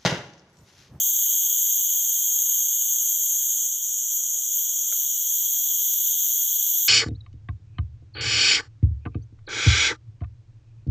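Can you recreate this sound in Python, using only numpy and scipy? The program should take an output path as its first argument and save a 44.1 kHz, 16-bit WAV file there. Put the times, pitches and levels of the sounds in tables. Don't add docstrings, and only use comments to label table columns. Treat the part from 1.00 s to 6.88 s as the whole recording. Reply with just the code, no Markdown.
import sys
import numpy as np
from scipy import signal
from scipy.fft import rfft, irfft, next_fast_len
from scipy.io import wavfile
from scipy.ndimage import map_coordinates

SR = 44100
rng = np.random.default_rng(int(sys.argv[2]) if len(sys.argv) > 2 else 0)


def generate_wav(signal):
    frames = np.transpose(np.atleast_2d(signal))
    scaled = np.clip(frames, -1, 1) * 32767
    pcm = np.round(scaled).astype(np.int16)
    wavfile.write(sys.argv[1], SR, pcm)


N = 259308


def tymbal(rate, throb_hz, throb_db, jitter_s=.00022):
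    cycles = rng.random() + np.cumsum(rate * (1 + .008 * wobble(5))) / SR
    clicks = np.flatnonzero(np.diff(np.floor(cycles)))
    lateness, strength = rng.standard_normal((len(clicks), 2)).T
    clicks = (clicks + jitter_s * SR * lateness).astype(int) % N
    pump_cycles = rng.random() + np.cumsum(throb_hz * (1 + .01983 * wobble(2.014))) / SR
    pump = np.sin(2 * np.pi * pump_cycles)
    return np.bincount(clicks, amp(throb_db * pump[clicks] + 1.34 * strength), N)


def crowd(rate, throb_hz, throb_db, wet, count):
    paces = np.exp(.2 * rng.standard_normal((count, 2)))
    voices = (tymbal(rate * click_pace, throb_hz * throb_pace, throb_db)
              for click_pace, throb_pace in paces)
    return unit(sum(forest(voice, wet, t60=.33) for voice in voices))


# frequency in Hz, relative gain in dB.
FIRST_SINGER_BODY = [(10800, -45), (11600, -28), (11950, -19), (12250, -11), (12550, -3), (12750, -3),
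                     (12970, 0), (13250, -6), (13550, -11), (14000, -15), (14400, -11), (14950, -12),
                     (15280, -10.5), (15430, -5), (15600, -20)]
SECOND_SINGER_BODY = [(10200, -40), (11300, -34), (11900, -25), (12400, -17), (12640, -6), (12850, -6),
                      (13040, 0), (13220, -6), (13500, -10), (13900, -15), (14400, -11), (14820, -7),
                      (15120, -14), (15420, -9), (15600, -20)]
# time in seconds, rate in clicks per second.
SECOND_CLICK_RATE = [(3.1, 126), (4.0, 133), (4.7, 118), (5.2, 122), (5.88, 140)]
def shrill_singers():
    main_db = lead_db(-24.5, fade_db_per_s=1.3, full_db=-24.8, cold_db=0, slack_db=9.5)
    top_db = lead_db(-28.8, fade_db_per_s=2.2, full_db=-29.7, cold_db=4.8, slack_db=3.8)
    rate = curve(SECOND_CLICK_RATE)
    first = forest(tymbal(186, throb_hz=30.5, throb_db=5.5), wet=.55, t60=.06)
    first += amp(2) * crowd(rate=225, throb_hz=26, throb_db=2.5, wet=.8, count=4)
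    second = forest(tymbal(2 * rate, throb_hz=27, throb_db=3.5, jitter_s=.00007), wet=.5, t60=.08)
    second += amp(-4) * forest(tymbal(rate, throb_hz=27, throb_db=2, jitter_s=.00003), wet=.5, t60=.08)
    second += amp(3) * crowd(rate=230, throb_hz=30, throb_db=2.5, wet=.8, count=3)
    song = handover(coloured(first, FIRST_SINGER_BODY), coloured(second, SECOND_SINGER_BODY))
    top = filtered(song, lambda hz: np.clip((hz - 13500) / 500, 0, 1))
    flutter_db = .5 * wobble(8.5)
    return amp(main_db + flutter_db) * unit(song - top) + amp(top_db) * unit(top)


# peak time in seconds, length in seconds, strength from 0 to 1.
EFFORT_SURGES = [(3.156, 0.072, 0.84), (3.589, .11, .95), (3.996, .18, .6), (4.394, .14, 0.99),
                 (4.68, .14, 0.7)]
def warmth_and_effort():
    t = np.arange(N) / SR
    warmth = ramp(3.22, 4.96)
    surges = sum(strength * .5 ** (np.abs(2 * (t - peak) / length) ** np.e)
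                 for peak, length, strength in EFFORT_SURGES)
    return warmth, warmth + (1 - warmth) * surges


def second_singer_db(full_db, cold_db, slack_db):
    warmth, effort = warmth_and_effort()
    return full_db - cold_db * (1 - warmth) - slack_db * (1 - effort)


# time in seconds, share of the later set from 0 to 1.
LATE_SHARE = [(2.55, 0.05), (2.84, 0.96)]
def handover(early, late):
    angle = np.pi / 2 * curve(LATE_SHARE)
    return np.cos(angle) * early + np.sin(angle) * late


def lead_db(start_db, fade_db_per_s, full_db, cold_db, slack_db):
    share = curve(LATE_SHARE)
    first_db = start_db - fade_db_per_s * np.arange(N) / SR
    return (1 - share) * first_db + share * second_singer_db(full_db, cold_db, slack_db)


# frequency in Hz, relative gain in dB.
EARLY_DRONE_BAND = [(4900, -56), (5250, -41), (5550, -26), (5850, -14.5), (6100, -5), (6450, 4), (6850, -1),
                    (7250, -1.5), (7650, -7.5), (8100, -19), (8500, -33), (9300, -51)]
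LATE_DRONE_BAND = [(4900, -59), (5250, -38.5), (5550, -19.5), (5900, -7), (6300, 1), (6650, 2.5),
                   (7200, -1), (7650, -9), (8100, -13.5), (8500, -26.5), (9300, -48)]
EARLY_SIZZLE_BAND = [(7900, -25), (8450, -4), (8800, -5.5), (9200, 1), (9400, -2.5), (9620, 3.5),
                     (9900, -0.5), (10050, -5), (10450, -5.5), (11100, -14), (12000, -40)]
LATE_SIZZLE_BAND = [(7900, -28), (8450, -4.5), (8800, -1.5), (9200, 6), (9700, 3), (10200, 0), (11100, -14),
                    (12000, -22)]
def drone():
    clicks = crowd(rate=260, throb_hz=33, throb_db=2.5, wet=.83, count=6)
    main = handover(amp(-25) * coloured(clicks, EARLY_DRONE_BAND),
                    amp(-27) * coloured(clicks, LATE_DRONE_BAND))
    sizzle_db = lead_db(-40, fade_db_per_s=1, full_db=-43, cold_db=2.5, slack_db=2)
    sizzle = handover(coloured(clicks, EARLY_SIZZLE_BAND), amp(-1) * coloured(clicks, LATE_SIZZLE_BAND))
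    return main + amp(sizzle_db) * sizzle


# frequency in Hz, relative gain in dB.
RASP_BAND = [(2550, -36), (2820, -24.5), (3020, -1.5), (3170, -4), (3320, 4), (3450, -3), (3600, -3.5),
             (3800, -10.5), (4200, -21.5), (4700, -30.5), (5300, -37)]
def rasp():
    level_db = lead_db(-38.5, fade_db_per_s=1.8, full_db=-40.2, cold_db=4, slack_db=2.5)
    early = tymbal(222, throb_hz=26.3, throb_db=5)
    late = tymbal(248, throb_hz=42.7, throb_db=5)
    near = forest(handover(early, late), wet=.58, t60=.15)
    clicks = near + amp(1.5) * crowd(rate=190, throb_hz=45, throb_db=2.5, wet=.54, count=4)
    body = coloured(clicks, RASP_BAND)
    ring = handover(0, resonance(3322, width_hz=13))
    upper_edge = coloured(clicks, [(3400, 5), (3700, -12), (4100, -2), (4500, -17), (5100, -33)])
    fluttering_edge = unit(upper_edge * amp(3.5 * wobble(40)))
    edge_on = ramp(3.9, 3.9)
    return amp(level_db) * unit(body + amp(-17) * edge_on * fluttering_edge + amp(-10) * ring)


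SLACK_HZ, TAUT_HZ = 9400, 9840
RATTLE_HZ, RATTLE_DB = 36, 2.8
def whine_and_hiss():
    warmth, effort = warmth_and_effort()
    hz = SLACK_HZ + (TAUT_HZ - SLACK_HZ) * effort
    tone = unit(resonance(hz, width_hz=130) + warmth * resonance(hz, width_hz=35))
    whine = handover(0, amp(second_singer_db(-47.5, cold_db=.79, slack_db=3.4)) * tone)
    rattle = np.sin(2 * np.pi * np.cumsum(RATTLE_HZ * (1 + .05 * wobble(6))) / SR)
    hiss_db = -50.5 + (1 - warmth) * (6.5 + RATTLE_DB * rattle)
    hiss = amp(hiss_db) * resonance(1.265 * hz, width_hz=420)
    return whine + ramp(2.92, 3.1) * hiss


def chorus_dip(depth_db, deepest_s=2.78, fall_s=.2, recover_s=.06):
    sunk = ramp(deepest_s - fall_s, deepest_s) - ramp(deepest_s, deepest_s + recover_s)
    return amp(-depth_db * sunk)


def forest(x, wet, t60):
    t = np.arange(N) / SR
    tail_len = SR // 3
    tails = rng.standard_normal((2, tail_len)) * amp(-60 * t[:tail_len] / t60)
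    looped = np.pad(x, (tail_len - 1, 0), "wrap")
    paths = signal.oaconvolve(looped[None], tails, "valid", axes=1)
    sway = 2 * np.pi * (rng.random() + rng.uniform(.648, 1.3) * t)
    scattered = np.cos(sway) * paths[0] + np.sin(sway) * paths[1]
    return np.sqrt(1 - wet) * unit(x) + np.sqrt(wet) * unit(scattered)


# start in seconds, end in seconds, level in dB.
FAR_NOTES = [(-.2, .5, -53), (1.6, 2.75, -51.5)]
def far_insect(fade_s=.11):
    envelope = sum(amp(db) * (ramp(start, start + fade_s) - ramp(end - fade_s, end))
                   for start, end, db in FAR_NOTES)
    return envelope * resonance(8802, width_hz=60)


# start in seconds, knock gain in dB, snap level in dB.
TAP_HITS = [(3.922, -40, -51), (4.123, -61, -66), (4.912, -66, -43)]
# frequency in Hz, relative level in dB, time to decay by 60 dB in seconds.
KNOCK_MODES = [(191, -20, 0.092), (335, -18.5, 0.092), (578, -10.5, 0.065), (690, -6, 0.061),
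               (1360, 2, 0.034), (1470, -1, 0.033), (1620, -2, 0.034), (2040, -3.5, 0.026),
               (2320, -5, 0.04)]
def taps():
    knocks, crack_envelope, snap_envelope = np.zeros((3, N))
    t = np.arange(SR // 5) / SR
    ring = sum((-1) ** k * amp(db - 60 * t / t60) * np.sin(2 * np.pi * hz * t)
               for k, (hz, db, t60) in enumerate(KNOCK_MODES))
    attack = 1 - np.exp(-t / .00064)
    for start, knock_db, snap_db in TAP_HITS:
        hit = slice(round(start * SR), round(start * SR) + len(t))
        knocks[hit] += amp(knock_db) * ring * attack
        crack_envelope[hit] += amp(knock_db - 12 - 60 * t / .07) * attack
        snap_envelope[hit] += amp(snap_db - 60 * t / .074)
    crack = noise([(100, -9), (400, 4), (650, 5), (1000, -5), (1400, -11), (2400, 2), (3500, -16)])
    snap = noise([(200, -30), (1500, -23), (3200, -18), (4800, 6), (9000, -4)])
    return knocks + crack_envelope * crack + snap_envelope * snap


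# frequency in Hz, relative spectral density in dB.
WASH_SPECTRUM = [(15, -34), (25, -4), (139, 0.5), (262, -4.5), (306, -6), (715, -5.5), (1090, -8.5),
                 (1320, -7), (1800, -7.5), (2500, -8), (3250, -31), (5500, -120)]
# start in seconds, pitch in Hz, relative level in dB.
BUBBLES = [(.16, 600, -60), (.235, 1850, -57.5), (.42, 587, -57), (.49, 580, -63), (.745, 630, -65),
           (2.66, 990, -62), (3.78, 328, -58.5)]
def river():
    wash = amp(-68.5 + 1.1 * wobble(7.7)) * noise(WASH_SPECTRUM)
    murmur = amp(-77.5 + 1.4 * wobble(8.4)) * noise([(70, -19), (140, -2.5), (300, -1), (480, -13)])
    hiss = amp(-67.5) * noise([(1200, -36), (2400, -11), (5200, -8.5), (9000, -8)])
    plops = np.zeros(N)
    t = np.arange(SR // 4) / SR
    envelope = (1 - np.exp(-t / .0059)) * amp(-60 * t / .092)
    for start, hz, db in BUBBLES:
        plops[round(start * SR):][:len(t)] += amp(db + 6.5) * envelope * np.sin(2 * np.pi * hz * t)
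    return wash + murmur + hiss + plops


# time in seconds, peak level in dB.
SOFT_BUMPS = [(2.21, -68), (2.32, -69), (2.41, -69), (2.65, -65), (2.82, -70)]
def bumps():
    t = np.arange(N) / SR
    envelope = sum(amp(db) * np.exp(-((t - at - .015) / .021) ** 2) for at, db in SOFT_BUMPS)
    return envelope * noise([(70, -15), (130, 3), (210, 0), (360, -9), (520, -18)])


def cloth_rustle(middle_s=2.58, half_length_s=.095):
    stroke = np.exp(-((np.arange(N) / SR - middle_s) / half_length_s) ** 2)
    cloth = noise([(800, -22), (2500, -20), (4800, 4), (9000, -4)])
    return amp(-63 + 2.9 * wobble(50)) * stroke * cloth


def resonance(hz, width_hz):
    swing = filtered(rng.standard_normal((2, N)), lambda f: 1 / (1 + (f / width_hz) ** 2))
    phase = 2 * np.pi * np.cumsum(hz * np.ones(N)) / SR
    return unit(swing[0] * np.cos(phase) + swing[1] * np.sin(phase))


def noise(spectrum):
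    return coloured(rng.standard_normal(N), spectrum)


def coloured(x, spectrum):
    points_hz, db = np.transpose(spectrum)
    log_hz = np.log(np.sort(points_hz))
    return unit(filtered(x, lambda hz: amp(np.interp(np.log(hz + 1), log_hz, db, left=-120, right=-120))))


def filtered(x, response):
    size = next_fast_len(N + SR // 2)
    return irfft(rfft(x, size) * response(np.fft.rfftfreq(size, 1 / SR)), size)[..., :N]


def wobble(rate):
    knots = rng.standard_normal(int(N * rate / SR) + 4)
    return map_coordinates(knots, [np.arange(N) * rate / SR])


def curve(rows):
    return np.interp(np.arange(N) / SR, *np.transpose(rows))


def ramp(start_s, end_s):
    return np.clip((np.arange(N) / SR - start_s) / max(end_s - start_s, 1 / SR), 0, 1)


def amp(db):
    return 10 ** (np.asarray(db) / 20)


def unit(x):
    return x / np.sqrt(np.mean(x ** 2) + 1e-20)


def scene():
    chorus = chorus_dip(depth_db=4.4) * drone()
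    near_singers = chorus_dip(depth_db=1.2) * (rasp() + shrill_singers() + whine_and_hiss())
    mono = chorus + near_singers + far_insect() + river() + taps() + bumps() + cloth_rustle()
    return np.array([mono, mono])


BAND_LIMIT_HZ = 15560
def record(dry):
    return filtered(dry, lambda hz: hz < BAND_LIMIT_HZ)


dry = scene()
out = record(dry)
generate_wav(out)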